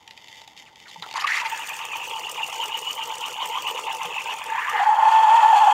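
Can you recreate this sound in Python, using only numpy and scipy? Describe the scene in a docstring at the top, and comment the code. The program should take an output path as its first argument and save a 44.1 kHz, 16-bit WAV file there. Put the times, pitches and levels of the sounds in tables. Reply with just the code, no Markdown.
"""Dry pops come first, as steam bubbles collapse in cold milk: a kitchen, one microphone close to the
steel pitcher under an espresso machine's steam wand. Then the jet gushes in, hissing, and churns the
milk in surges: a pocket of steam swells and bursts, the tip spits, the milk falls back with a burble.
At last the pocket locks into a loud squeal. Behind it all lie the boiler's murmur and the room's air."""
import sys
import numpy as np
from scipy import signal
from scipy.fft import rfft, irfft
from scipy.io import wavfile

SR = 44100
rng = np.random.default_rng(int(sys.argv[2]) if len(sys.argv) > 2 else 0)


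def generate_wav(sig):
    """Save sig (samples, or channels by samples) to the path in sys.argv[1] as 16-bit PCM at SR."""
    pcm = np.round(np.clip(np.atleast_2d(sig).T, -1, 1) * 32767).astype(np.int16)
    wavfile.write(sys.argv[1], SR, pcm)


N = 252693
TIME = np.arange(N) / SR

# Levels in the tables are relative: each source adds its own gain and filtering.
# the steam pocket's surges: (crest time [s], pocket level [dB], upper resonance level [dB],
# pocket pitch at the crest [Hz], burble level [dB], wait to spit [s], spit run [s], spit level [dB])
SURGES = [(1.443, -49, -50, 930, -68, 0.055, 0.0, -48), (1.526, -34, -31.5, 900, -59, 0.048, 0.02, -52),
          (1.61, -33, -33.5, 920, -72, 0.063, 0.022, -44), (1.702, -47, -33, 1010, -60, 0.04, 0.049, -51),
          (1.815, -48, -37.5, 990, -53.5, 0.039, 0.0, -47), (1.93, -37, -29, 940, -53, 0.041, 0.0, -44),
          (2.019, -33.5, -28, 920, -47, 0.039, 0.039, -55),
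          (2.157, -33.5, -39.5, 990, -50, 0.037, 0.0, -43),
          (2.267, -33, -32, 950, -46.5, 0.028, 0.021, -44),
          (2.403, -34.5, -36, 930, -54, 0.041, 0.057, -51), (2.519, -56, -37, 890, -51, 0.01, 0.033, -53),
          (2.613, -30.5, -28.5, 940, -50, 0.028, 0.041, -43.5),
          (2.74, -30.5, -29.5, 900, -49, 0.034, 0.04, -47),
          (2.876, -33.5, -26.5, 1030, -47, 0.035, 0.042, -45),
          (3.012, -34, -28, 920, -49, 0.028, 0.036, -51), (3.119, -33, -37, 940, -47, 0.037, 0.052, -51),
          (3.239, -31, -29, 1010, -47.5, 0.023, 0.067, -49),
          (3.412, -27.5, -30.5, 1000, -46, 0.045, 0.036, -48),
          (3.564, -25.5, -32, 1020, -49.5, 0.062, 0.0, -45),
          (3.668, -31, -28, 1040, -42.5, 0.0082, 0.032, -46),
          (3.761, -25.5, -38, 950, -41.5, 0.018, 0.075, -62),
          (3.899, -31, -37, 880, -50, 0.031, 0.037, -53),
          (4.024, -30.5, -33, 1030, -43.5, 0.008, 0.024, -48),
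          (4.174, -30, -26.5, 970, -50, 0.045, 0.023, -59),
          (4.295, -30.5, -25, 990, -58, 0.047, 0.045, -55),
          (4.418, -45, -51, 990, -46.5, 0.022, 0.024, -53), (4.574, -20, -52, 950, -59, 0.031, 0, -81),
          (4.681, -26.5, -38, 1080, -46, 0.015, 0, -42)]
# steady churning under the surges: (time [s], level [dB], upper resonance [Hz])
CHURN = [(1.15, -46, 2350), (1.47, -39, 2450), (1.8, -40, 2560), (2.45, -38.5, 2785), (3.0, -40, 2843),
         (3.55, -38.5, 2896), (4.25, -38.5, 2515), (4.501, -39.5, 2520), (4.8, -39.5, 2710)]
# the wash of churned milk, and the splash of a bursting pocket: (frequency [Hz], level [dB])
WASH_COLOUR = [(200, -33), (450, -14), (700, -7.5), (850, 7.5), (1180, -0.5), (1500, -19), (2100, -5),
               (2600, 0.5), (3200, -2.5), (3600, -7), (4000, -21), (7000, -73.5)]
SPLASH_COLOUR = [(900, -1), (1200, -1), (1800, 2), (2500, -8), (3400, -1), (4200, -21), (5600, -4),
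                 (7000, -10), (9000, -17), (15000, -22)]
# the locked pocket's squeal: (time [s], level [dB], pitch [Hz])
SQUEAL = [(4.74, -27, 862.5), (4.81, -18.5, 851.7), (4.95, -16.5, 856), (5.07, -13, 882),
          (5.25, -14.5, 882), (5.385, -13, 908), (5.45, -13, 885), (5.5, -14.5, 904), (5.572, -13, 844),
          (5.73, -13.5, 853)]
# the squeal falters: (time [s], half length [s], depth [dB])
STALLS = [(4.781, 0.013, 27), (4.849, 0.009, 15), (4.962, 0.018, 13), (5.009, 0.0098, 14),
          (5.048, 0.0062, 18), (5.106, 0.0072, 26), (5.303, 0.0073, 4.5), (5.411, .014, 7),
          (5.475, 0.0027, 17), (5.554, .002, 12), (5.601, 0.003, 13), (5.652, 0.0039, 11.5),
          (5.713, 0.0055, 11.5)]
# its unsteadiness, least when fully locked: (time [s], level flutter [dB], pitch jitter [Hz])
FLUTTER = [(4.8, 2.4, 28), (5.15, .9, 17), (5.45, 1.3, 22), (5.6, 2.2, 38)]
# foam hiss whipped up by the squeal: (time [s], level [dB])
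FOAM = [(4.78, -44), (4.95, -43), (5.07, -36.5), (5.35, -35), (5.5, -35), (5.73, -34)]
# that foam, and the turbulence around the squeal: (frequency [Hz], level [dB])
FOAM_COLOUR = [(1500, -40), (2100, -4), (2300, -6.5), (2600, 5), (2850, -2.5), (3250, 3.5), (3650, -11),
               (4000, -16.5), (4400, -11.5), (5000, -20), (7000, -15), (8400, -19), (9500, -27),
               (15800, -40)]
TURBULENCE_COLOUR = [(250, -46.5), (400, -25), (520, -15.5), (650, -6), (790, 5.5), (950, 9), (1100, 4.5),
                     (1250, -8.5), (1450, -4.5), (1620, -37.5), (2500, -50.5)]
# steam roaring deep in the milk, one table as the jet opens, one into the squeal: (time [s], level [dB])
RUSHES = [
    [(1.12, -55), (1.16, -27), (1.25, -30.5), (1.28, -25), (1.37, -27), (1.5, -33), (2.0, -46)],
    [(4.42, -37), (4.55, -28), (4.65, -22), (4.71, -29.5), (4.76, -22), (4.83, -25), (4.95, -31.5),
     (5.45, -30), (5.73, -42)],
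]
# sliding gushes: (time [s], length [s], level [dB], first pitch [Hz], last pitch [Hz], sputter [dB])
GUSHES = [(0.659, 0.037, -48, 2970, 1320, -52), (0.853, 0.024, -42, 2190, 1330, -65),
          (0.88, 0.027, -51, 4300, 3800, -43.5), (1.022, 0.0074, -34, 4460, 3150, -60),
          (1.028, 0.027, -32, 1800, 990, -64), (1.154, 0.029, -52, 1830, 3090, -27.5),
          (1.193, 0.035, -47, 2300, 2500, -26.5), (1.237, 0.015, -29, 2350, 2400, -34.5),
          (1.268, 0.015, -21.5, 3040, 1780, -24), (1.281, 0.057, -21.5, 1770, 2070, -29.5),
          (1.33, 0.068, -21.5, 2100, 1860, -28), (1.396, 0.025, -26.5, 3100, 1320, -29.5),
          (1.442, 0.035, -29.5, 2600, 2040, -32.5), (4.732, 0.15, -28.5, 1780, 1500, -51.5)]
# milk stirred by the rush, and the sputter of a gush: (frequency [Hz], level [dB])
STIR_COLOUR = [(450, -29.5), (750, -12), (950, -2), (1200, 5), (1500, -2.5), (2200, 3), (2700, -9),
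               (4000, -22), (8000, -35)]
SPUTTER_COLOUR = [(600, -31), (1150, 8), (1600, -9), (2600, 2.5), (3600, .5), (5500, -3.5),
                  (7500, -10), (13000, -27)]
# the largest bubbles: (time [s], length [s], level [dB], first pitch [Hz], last pitch [Hz])
LARGE_BUBBLES = [(1.157, 0.0057, -16.5, 1000, 1010), (1.178, 0.0052, -16.5, 986, 1040),
                 (1.241, 0.013, -13.5, 1250, 1020), (1.414, 0.016, -22.5, 1050, 950),
                 (1.444, 0.031, -26, 909, 862), (1.514, 0.026, -25.5, 877, 899),
                 (2.262, 0.015, -25, 2780, 2710), (2.395, 0.023, -29, 924, 855),
                 (2.428, 0.015, -17.5, 2875, 2650), (2.594, 0.024, -23, 890, 940),
                 (2.606, 0.048, -30, 2815, 2810), (2.732, 0.032, -27.5, 886, 937),
                 (2.866, 0.023, -18.5, 2935, 2970), (2.874, 0.046, -35, 1104, 1240),
                 (3.016, 0.028, -28.5, 2930, 2795), (3.22, 0.03, -33, 876, 1100),
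                 (3.4, 0.053, -32, 1012, 1124), (3.856, 0.055, -34, 945, 870),
                 (4.156, 0.023, -28, 1034, 874)]
# steam bubbles collapsing in cold milk: (time [s], crack level [dB], cavity ring level [dB])
POPS = [(0.0762, -28, -55), (0.108, -29.5, -46), (0.175, -31, -58), (0.2818, -32, -56), (0.3546, -34, -58),
        (0.415, -32, -39), (0.4758, -29, -40), (0.575, -30, -50), (0.757, -34.5, -58), (0.8001, -32, -51),
        (0.9585, -41, -36), (1.0226, -27, -28), (1.0615, -33, -25), (1.0874, -28, -29.5),
        (1.1109, -23.5, -31), (1.1254, -26, -59), (1.1386, -22, -26)]
# fine crackle between the pops: (time [s], level [dB])
CRACKLE = [(0, -53.5), (.16, -52), (.3, -42), (.53, -52.5), (.59, -41.5), (.69, -55.5), (.92, -41.5),
           (1.1, -45), (1.15, -51)]
# a pop, and the milk cavity it rings: (frequency [Hz], level [dB])
POP_COLOUR = [(900, -35), (1600, -16), (2100, -2), (3000, -1), (3700, 1), (4050, -7), (4500, -6),
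              (5000, -9), (5600, -14), (7000, -16), (8400, -22), (10000, -30), (11300, -27), (15500, -37)]
CAVITY_COLOUR = [(300, -22), (700, -10), (830, 3.5), (940, 0), (1100, -11.5), (1500, -22), (4000, -41)]
# a spit's high fizz, and its spray of droplets: (frequency [Hz], level [dB])
FIZZ_COLOUR = [(11000, -23), (12800, -37), (13600, 0), (14050, 14), (14500, -2), (15200, 12), (15900, -41)]
SPRAY_COLOUR = [(1200, -40), (2400, -3), (4000, -7), (6100, 0), (7600, -3), (8400, 1), (9400, -6),
                (12500, -16), (16000, -35)]
# hiss of the steam jet: (time [s], level [dB])
JET = [(0.9, -73), (1.1, -73), (1.5, -40.5), (1.9, -42.5), (4.1, -43), (4.5, -45.5), (5.0, -51),
       (5.73, -43.5)]
# its spectrum: (frequency [Hz], level [dB])
JET_COLOUR = [(2500, -21), (3500, -14.5), (4000, -9.5), (4450, -1), (4900, -2), (6100, 0.5), (7000, 5.5),
              (7600, -6), (8400, 3), (9500, -15), (11300, -8.5), (12300, -12.5), (15800, -7)]
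# resonances of the steel wand and pitcher: (frequency [Hz], width [Hz], gain [dB])
STEEL_MODES = [(470, 45, -9), (885, 60, -7), (1222, 30, -3), (1350, 28, -3), (1437, 35, -5), (2060, 35, 0),
               (2900, 80, -5), (4440, 150, -4), (5710, 90, -6), (6140, 100, -3), (7030, 150, 0),
               (11330, 240, 3), (12930, 120, 7)]
# dull bumps in the background: (time [s], length [s], level [dB], pitch [Hz])
BUMPS = [(0.96, .08, -52.5, 160), (4.043, .05, -52, 160)]
# kitchen air, and the boiler's murmur: (frequency [Hz], level [dB])
AIR_COLOUR = [(25, -10), (70, 0), (150, 0), (300, -2), (550, -6), (860, -5), (1400, -14), (2400, -8),
              (4000, -14), (8000, -29), (15000, -35)]
BOILER_COLOUR = [(25, -47), (70, -.5), (150, 7), (300, .5), (600, 3), (2000, -49)]


def churning(rest_hz=874.0, glide_s=.027, overshoot_s=.014, fall_s=.036):
    """The steam pocket swells, rises in pitch and bursts; the milk falls back with a burble."""
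    gate, churn_db, upper_hz = curves(CHURN)
    pocket_power, burble_power, splash = np.zeros((3, N))
    upper_power = (gate * amp(churn_db)) ** 2
    pocket_hz = np.full(N, rest_hz)
    for s, pocket_db, upper_db, crest_hz, burble_db, *_ in SURGES:
        pocket_power += (amp(pocket_db) * crest(s, rise_s=.065, fall_s=fall_s)) ** 2
        upper_power += (amp(upper_db) * crest(s, rise_s=.03, fall_s=.04)) ** 2
        burble_power += (amp(burble_db) / (1 + ((TIME - s - .07) / .028) ** 4)) ** 2  # 70 ms later
        splash += amp((pocket_db + upper_db) / 2) * crest(s + .027, rise_s=.016, fall_s=.028)
        # the pitch keeps climbing a moment past the crest
        glide = np.exp(overshoot_s / glide_s) * crest(s + overshoot_s, glide_s, fall_s)
        pocket_hz += (crest_hz - rest_hz) * glide
        upper_hz += 61 * glide
    upper_hz += 90 * wander(25)
    throb = unit(amp(1.5 * wander(55)))
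    pocket_ring = resonate(collapses(per_s=900, spread_db=1.5), pocket_hz, width_hz=140)
    upper_ring = resonate(swarm(per_s=1500, spread_db=1.5, top_hz=5000), upper_hz, width_hz=360)
    burble_ring = resonate(collapses(per_s=400, spread_db=2), hz=460, width_hz=170)
    pocket = amp(-6) * np.sqrt(pocket_power) * unit(pocket_ring + amp(-5) * ringing(pocket_hz))
    upper = amp(-4) * np.sqrt(upper_power) * unit(upper_ring + amp(-5) * ringing(upper_hz))
    burble = amp(2) * np.sqrt(burble_power) * burble_ring
    wash = gate * amp(churn_db - 3.5) * colour(swarm(per_s=1000, spread_db=2.3, top_hz=4930), WASH_COLOUR)
    splash *= amp(-13) * colour(noise(), SPLASH_COLOUR)
    return throb * (lull() * (pocket + upper + wash) + burble + splash)


def lull(depth_db=4, lag_s=.06, half_s=.022):
    """Gain of the churning: a short dip after each crest, while the milk falls back."""
    dips = sum(np.exp(-((TIME - s - lag_s) / half_s) ** 2) for s, *_ in SURGES)
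    return amp(-depth_db * (dips - dips.mean()))


def ringing(hz, wobble=.022):
    """The pure, wobbling note of a bubble; rms 1."""
    wobbling_hz = hz * (1 + wobble * wander(88.4))
    return np.sqrt(2) * np.sin(2 * np.pi * np.cumsum(wobbling_hz) / SR)


def squealing(octave_db=-21.5):
    """The steam pocket oscillates by itself: an unsteady tone and its octave."""
    gate, level_db, hz = curves(SQUEAL)
    _, flutter_db, jitter_hz = curves(FLUTTER)
    stall_db = sum(depth * np.exp(-((TIME - s) / half) ** 2) for s, half, depth in STALLS)
    phase = 2 * np.pi * np.cumsum(hz + jitter_hz * wander(80)) / SR
    waver_db = flutter_db * wander(75)
    tone = np.sqrt(2) * (np.sin(phase) + amp(octave_db) * np.sin(2 * phase))
    return gate * amp(level_db + waver_db - stall_db) * tone


def rasping():
    """Turbulence around the squeal, and the dense hiss of milk that it whips to foam."""
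    gate, level_db, _ = curves(SQUEAL)
    foam_gate, foam_db = curves(FOAM)
    turbulence = gate * amp(level_db - 9.5) * colour(noise(), TURBULENCE_COLOUR)
    foam = unit(swarm(per_s=12000, spread_db=2.5, top_hz=16000) + .6 * noise())
    return turbulence + foam_gate * amp(foam_db + 1.7 * wander(36)) * colour(foam, FOAM_COLOUR)


def rushing():
    """Submerged steam roars in a wide resonance and stirs the milk; each gush squelches and sputters."""
    level = sum(gate * amp(level_db) for gate, level_db in map(curves, RUSHES))
    roar = amp(-8) * resonate(collapses(per_s=2000, spread_db=9.7), hz=1740, width_hz=310)
    stir = amp(-12) * colour(collapses(per_s=2300, spread_db=2.4), STIR_COLOUR)
    squelch, sputter = np.zeros((2, N))
    slide = []
    for s, length, db, first_hz, last_hz, sputter_db in GUSHES:
        shape = swell(s, length)
        squelch += amp(db - 3) * shape
        sputter += amp(sputter_db - 6.5) * shape
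        slide += [(s, first_hz), (s + length, last_hz)]
    _, slide_hz = curves(slide)
    sputter *= colour(swarm(per_s=3800, spread_db=2.9, top_hz=13980, size=220), SPUTTER_COLOUR)
    squelch *= resonate(noise(), slide_hz, width_hz=600)
    return level * (roar + stir) + squelch + sputter


def bubbling():
    """Each bubble, large or small, rings for some cycles, gliding and wobbling."""
    out, wobble = np.zeros(N), .018 * wander(90)
    for s, length, db, first_hz, last_hz in LARGE_BUBBLES + small_bubbles():
        age = np.linspace(0, 1, int(length * SR))
        hz = (first_hz + (last_hz - first_hz) * age) * (1 + wobble[int(s * SR):][:len(age)])
        add(out, s, amp(db - 2) * np.sin(np.pi * age) * np.sin(2 * np.pi * np.cumsum(hz) / SR))
    return out


def small_bubbles(per_s=40, length_s=.014, low_hz=1096, high_hz=2680, glide=.14):
    """Bubbles shed at random while the milk churns, in rows like the large ones."""
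    times, churn_db, _ = np.transpose(CHURN)
    rows, span_s = [], np.ptp(times)
    for when, pitch, strength, slide in rng.random((400, 4))[:int(per_s * span_s)]:
        s = times[0] + when * span_s
        hz = low_hz * (high_hz / low_hz) ** pitch
        db = np.interp(s, times, churn_db) - 6.5 + 9 * strength
        rows.append((s, length_s, db, hz, hz * (1 + glide * (2 * slide - 1))))
    return rows


def popping(simmer_db=-55):
    """Collapsing steam bubbles rattle around the pitcher and nudge the simmering milk cavity."""
    cracks, rings = np.zeros((2, N))
    for s, db, ring_db in POPS:
        add(cracks, s, amp(db - 4) * burst(rise_s=.0009, decay_s=.002))
        add(rings, s, amp(ring_db) * burst(rise_s=.00069, decay_s=.0035))
    gate, level_db = curves(CRACKLE)
    clicks = collapses(per_s=900, spread_db=5)
    ticks = signal.oaconvolve(clicks, burst(rise_s=.0001, decay_s=.0018))[:N]
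    crackle = gate * amp(level_db) * unit(ticks)
    simmer = gate * amp(simmer_db) * noise()
    cavity = colour(rings + amp(-10.5) * crackle + simmer, CAVITY_COLOUR)
    return colour(cracks + crackle, POP_COLOUR) + cavity


def spitting(gap_s=.021, half_s=.003, jitter_s=.0015):
    """After each surge the tip meets the air and spits steam and droplets, once or in a quick run."""
    t = np.arange(-1024, 1024) / SR
    puff = np.exp(-(t / half_s) ** 2) + .1 * np.exp(-abs(t) / .009)
    fizz, spray = np.zeros((2, N))
    mean_db = np.mean([db for *_, db in SURGES])
    chances = rng.standard_normal((len(SURGES), 10, 2))
    for (s, *_, wait, length, db), chance in zip(SURGES, chances):
        run = np.linspace(0, length, 1 + round(length / gap_s))
        spray_db = -40.5 + .33 * (db - mean_db)  # droplets follow a spit's strength only in part
        for offset, (late, scatter_db) in zip(run, chance):
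            start = s + wait + offset + jitter_s * late + t[0]
            add(fizz, start, amp(db + scatter_db) * puff)
            add(spray, start, amp(spray_db + scatter_db) * puff)
    droplets = swarm(per_s=7000, spread_db=2, top_hz=16000, size=160)
    return colour(fizz * droplets, FIZZ_COLOUR) + colour(spray * droplets, SPRAY_COLOUR)


def jet():
    """The nozzle's hiss, broken up by fine foam."""
    gate, level_db = curves(JET)
    flicker_db = 2.3 * wander(70)
    hiss = unit(swarm(per_s=6000, spread_db=3, top_hz=16000) + .7 * noise())
    return gate * amp(level_db - 7 + flicker_db) * colour(hiss, JET_COLOUR)


def steel(x):
    """Wand and pitcher add their narrow resonances to what stirs in them."""
    return x + sum(amp(db) * signal.lfilter(*signal.iirpeak(hz, hz / width, SR), x)
                   for hz, width, db in STEEL_MODES)


def reflections(x, t60_s, wet_db, per_s=2000, size=16384):
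    """The direct sound and, from 3 ms behind it, a short wash off the machine, counter and wall."""
    t = np.arange(size) / SR
    echoes = rng.standard_normal(size) * (rng.random(size) < per_s / SR)
    taps = echoes * (t > .003) * amp(-60 * t / t60_s)
    return x + amp(wet_db) * signal.oaconvolve(x, taps / np.linalg.norm(taps))[:N]


def room_tone(air_db=-62):
    """Steady kitchen air, the boiler's low murmur and two dull bumps."""
    out = amp(air_db) * colour(noise(), AIR_COLOUR)
    boiler_db = np.interp(TIME, [.5, 1.2], [-70, -63])
    out += amp(boiler_db) * colour(noise(), BOILER_COLOUR)
    for s, length, db, hz in BUMPS:
        shape = np.exp(-(2 * (TIME - s) / length - 1) ** 2)
        out += amp(db) * shape * resonate(noise(), hz, width_hz=62)
    return out


def swarm(per_s, spread_db, top_hz, size=256):
    """Countless little bubbles of any pitch up to top_hz, each a ping of a few milliseconds; rms 1."""
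    when, pitch, bulk, phase = rng.random((int(per_s * N / SR), 4)).T[:, :, None]
    k = np.arange(size)
    gain = amp(spread_db * np.minimum(-np.log(1 - bulk), 3))
    shape = (1 - np.exp(-16 * k / size)) * (1 - k / size) ** 2
    pings = gain * shape * np.sin(2 * np.pi * (pitch * top_hz * k / SR + phase))
    positions = (when * N).astype(int) + k
    return unit(np.bincount(positions.ravel(), pings.ravel(), N)[:N])


def collapses(per_s, spread_db):
    """Random clicks of uneven size; rms 1."""
    sizes = amp(spread_db * np.minimum(rng.exponential(1, N), 3.5))
    return unit(sizes * rng.choice([-1, 1], N) * (rng.random(N) < per_s / SR))


def burst(rise_s, decay_s, size=4096):
    """A puff of noise whose envelope peaks at 1."""
    t = np.arange(size) / SR
    shape = (1 - np.exp(-t / rise_s)) ** 2 * np.exp(-t / decay_s)
    return shape / shape.max() * rng.standard_normal(size)


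def resonate(x, hz, width_hz):
    """A steep resonance that can follow a pitch curve, with little bass below it; rms 1."""
    carrier = np.exp(2j * np.pi * np.cumsum(hz * np.ones(N)) / SR)
    pole = np.exp(-np.pi * width_hz / SR)
    baseband = signal.lfilter([1], [1, -2 * pole, pole * pole], np.gradient(x) / carrier)
    return unit((carrier * baseband).real)


def colour(x, points, size=4096):
    """Causal filter of unit energy with a given spectrum."""
    hz, db = np.transpose(points)
    bin_hz = abs(np.fft.fftfreq(size, 1 / SR)) + 1
    log_gain = np.log(amp(np.interp(np.log(bin_hz), np.log(hz), db)))
    taps = np.fft.ifft(np.exp(signal.hilbert(log_gain).conj())).real[:size // 2]  # minimum phase
    return signal.oaconvolve(x, taps / np.linalg.norm(taps))[:N]


def crest(s, rise_s, fall_s):
    """Grows exponentially to 1 at time s, then collapses."""
    out = np.zeros(N)
    near = slice(max(int(s * SR) - SR // 2, 0), int(s * SR) + SR // 2)
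    t = TIME[near] - s
    out[near] = np.exp(np.minimum(t, 0) / rise_s - (np.maximum(t, 0) / fall_s) ** 2)
    return out


def swell(s, length_s):
    """A rounded rise and fall that starts at s."""
    return np.sqrt(np.maximum(1 - (2 * (TIME - s) / length_s - 1) ** 2, 0))


def curves(rows, fade_s=.03):
    """A gate for the span of a table, then each column after the time at sample rate."""
    s, *columns = np.transpose(rows)
    gate = np.interp(TIME, [s[0] - fade_s, s[0], s[-1], s[-1] + fade_s], [0, 1, 1, 0])
    return [gate] + [np.interp(TIME, s, column) for column in columns]


def wander(hz):
    """Smooth random drift of rms 1, rolling off above hz."""
    lowpass = np.exp(-(np.fft.rfftfreq(N, 1 / SR) / hz) ** 2)
    return unit(irfft(rfft(noise()) * lowpass, N))


def add(mix, s, sound):
    """Mixes a sound in at time s."""
    part = mix[max(round(s * SR), 0):][:len(sound)]
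    part += sound[:len(part)]


def noise():
    """White noise for the whole scene."""
    return rng.standard_normal(N)


def unit(x):
    """Scales to rms 1."""
    return x / np.sqrt(np.mean(x ** 2) + 1e-20)


def amp(db):
    """Decibels to gain."""
    return 10 ** (np.asarray(db) / 20)


def scene():
    """The pitcher close up, the kitchen behind it, in mono; the sounds from the pitcher carry little bass below
    about 280 Hz."""
    milk = amp(-4) * popping() + jet() + churning() + rushing() + spitting() + bubbling() + rasping()
    pitcher = signal.sosfilt(signal.butter(3, 280, "highpass", fs=SR, output="sos"), steel(milk))
    pitcher = reflections(pitcher, t60_s=.1, wet_db=-10)
    squeal = reflections(squealing(), t60_s=.18, wet_db=-34)
    return (pitcher + squeal + room_tone())[None]


def record(dry, low_cut_hz=50, top_hz=15800, fade_s=.004):
    """The microphone feeds a recorder with a bass roll-off and band limit; a very short fade ends it."""
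    thinned = signal.sosfilt(signal.butter(2, low_cut_hz, "highpass", fs=SR, output="sos"), dry)
    faded = thinned * np.clip((TIME[-1] - TIME) / fade_s, 0, 1)
    band_limit = signal.firwin(511, top_hz, window=("kaiser", 9), fs=SR)
    return signal.oaconvolve(faded, band_limit[None], "same")


dry = scene()
out = record(dry)
generate_wav(out)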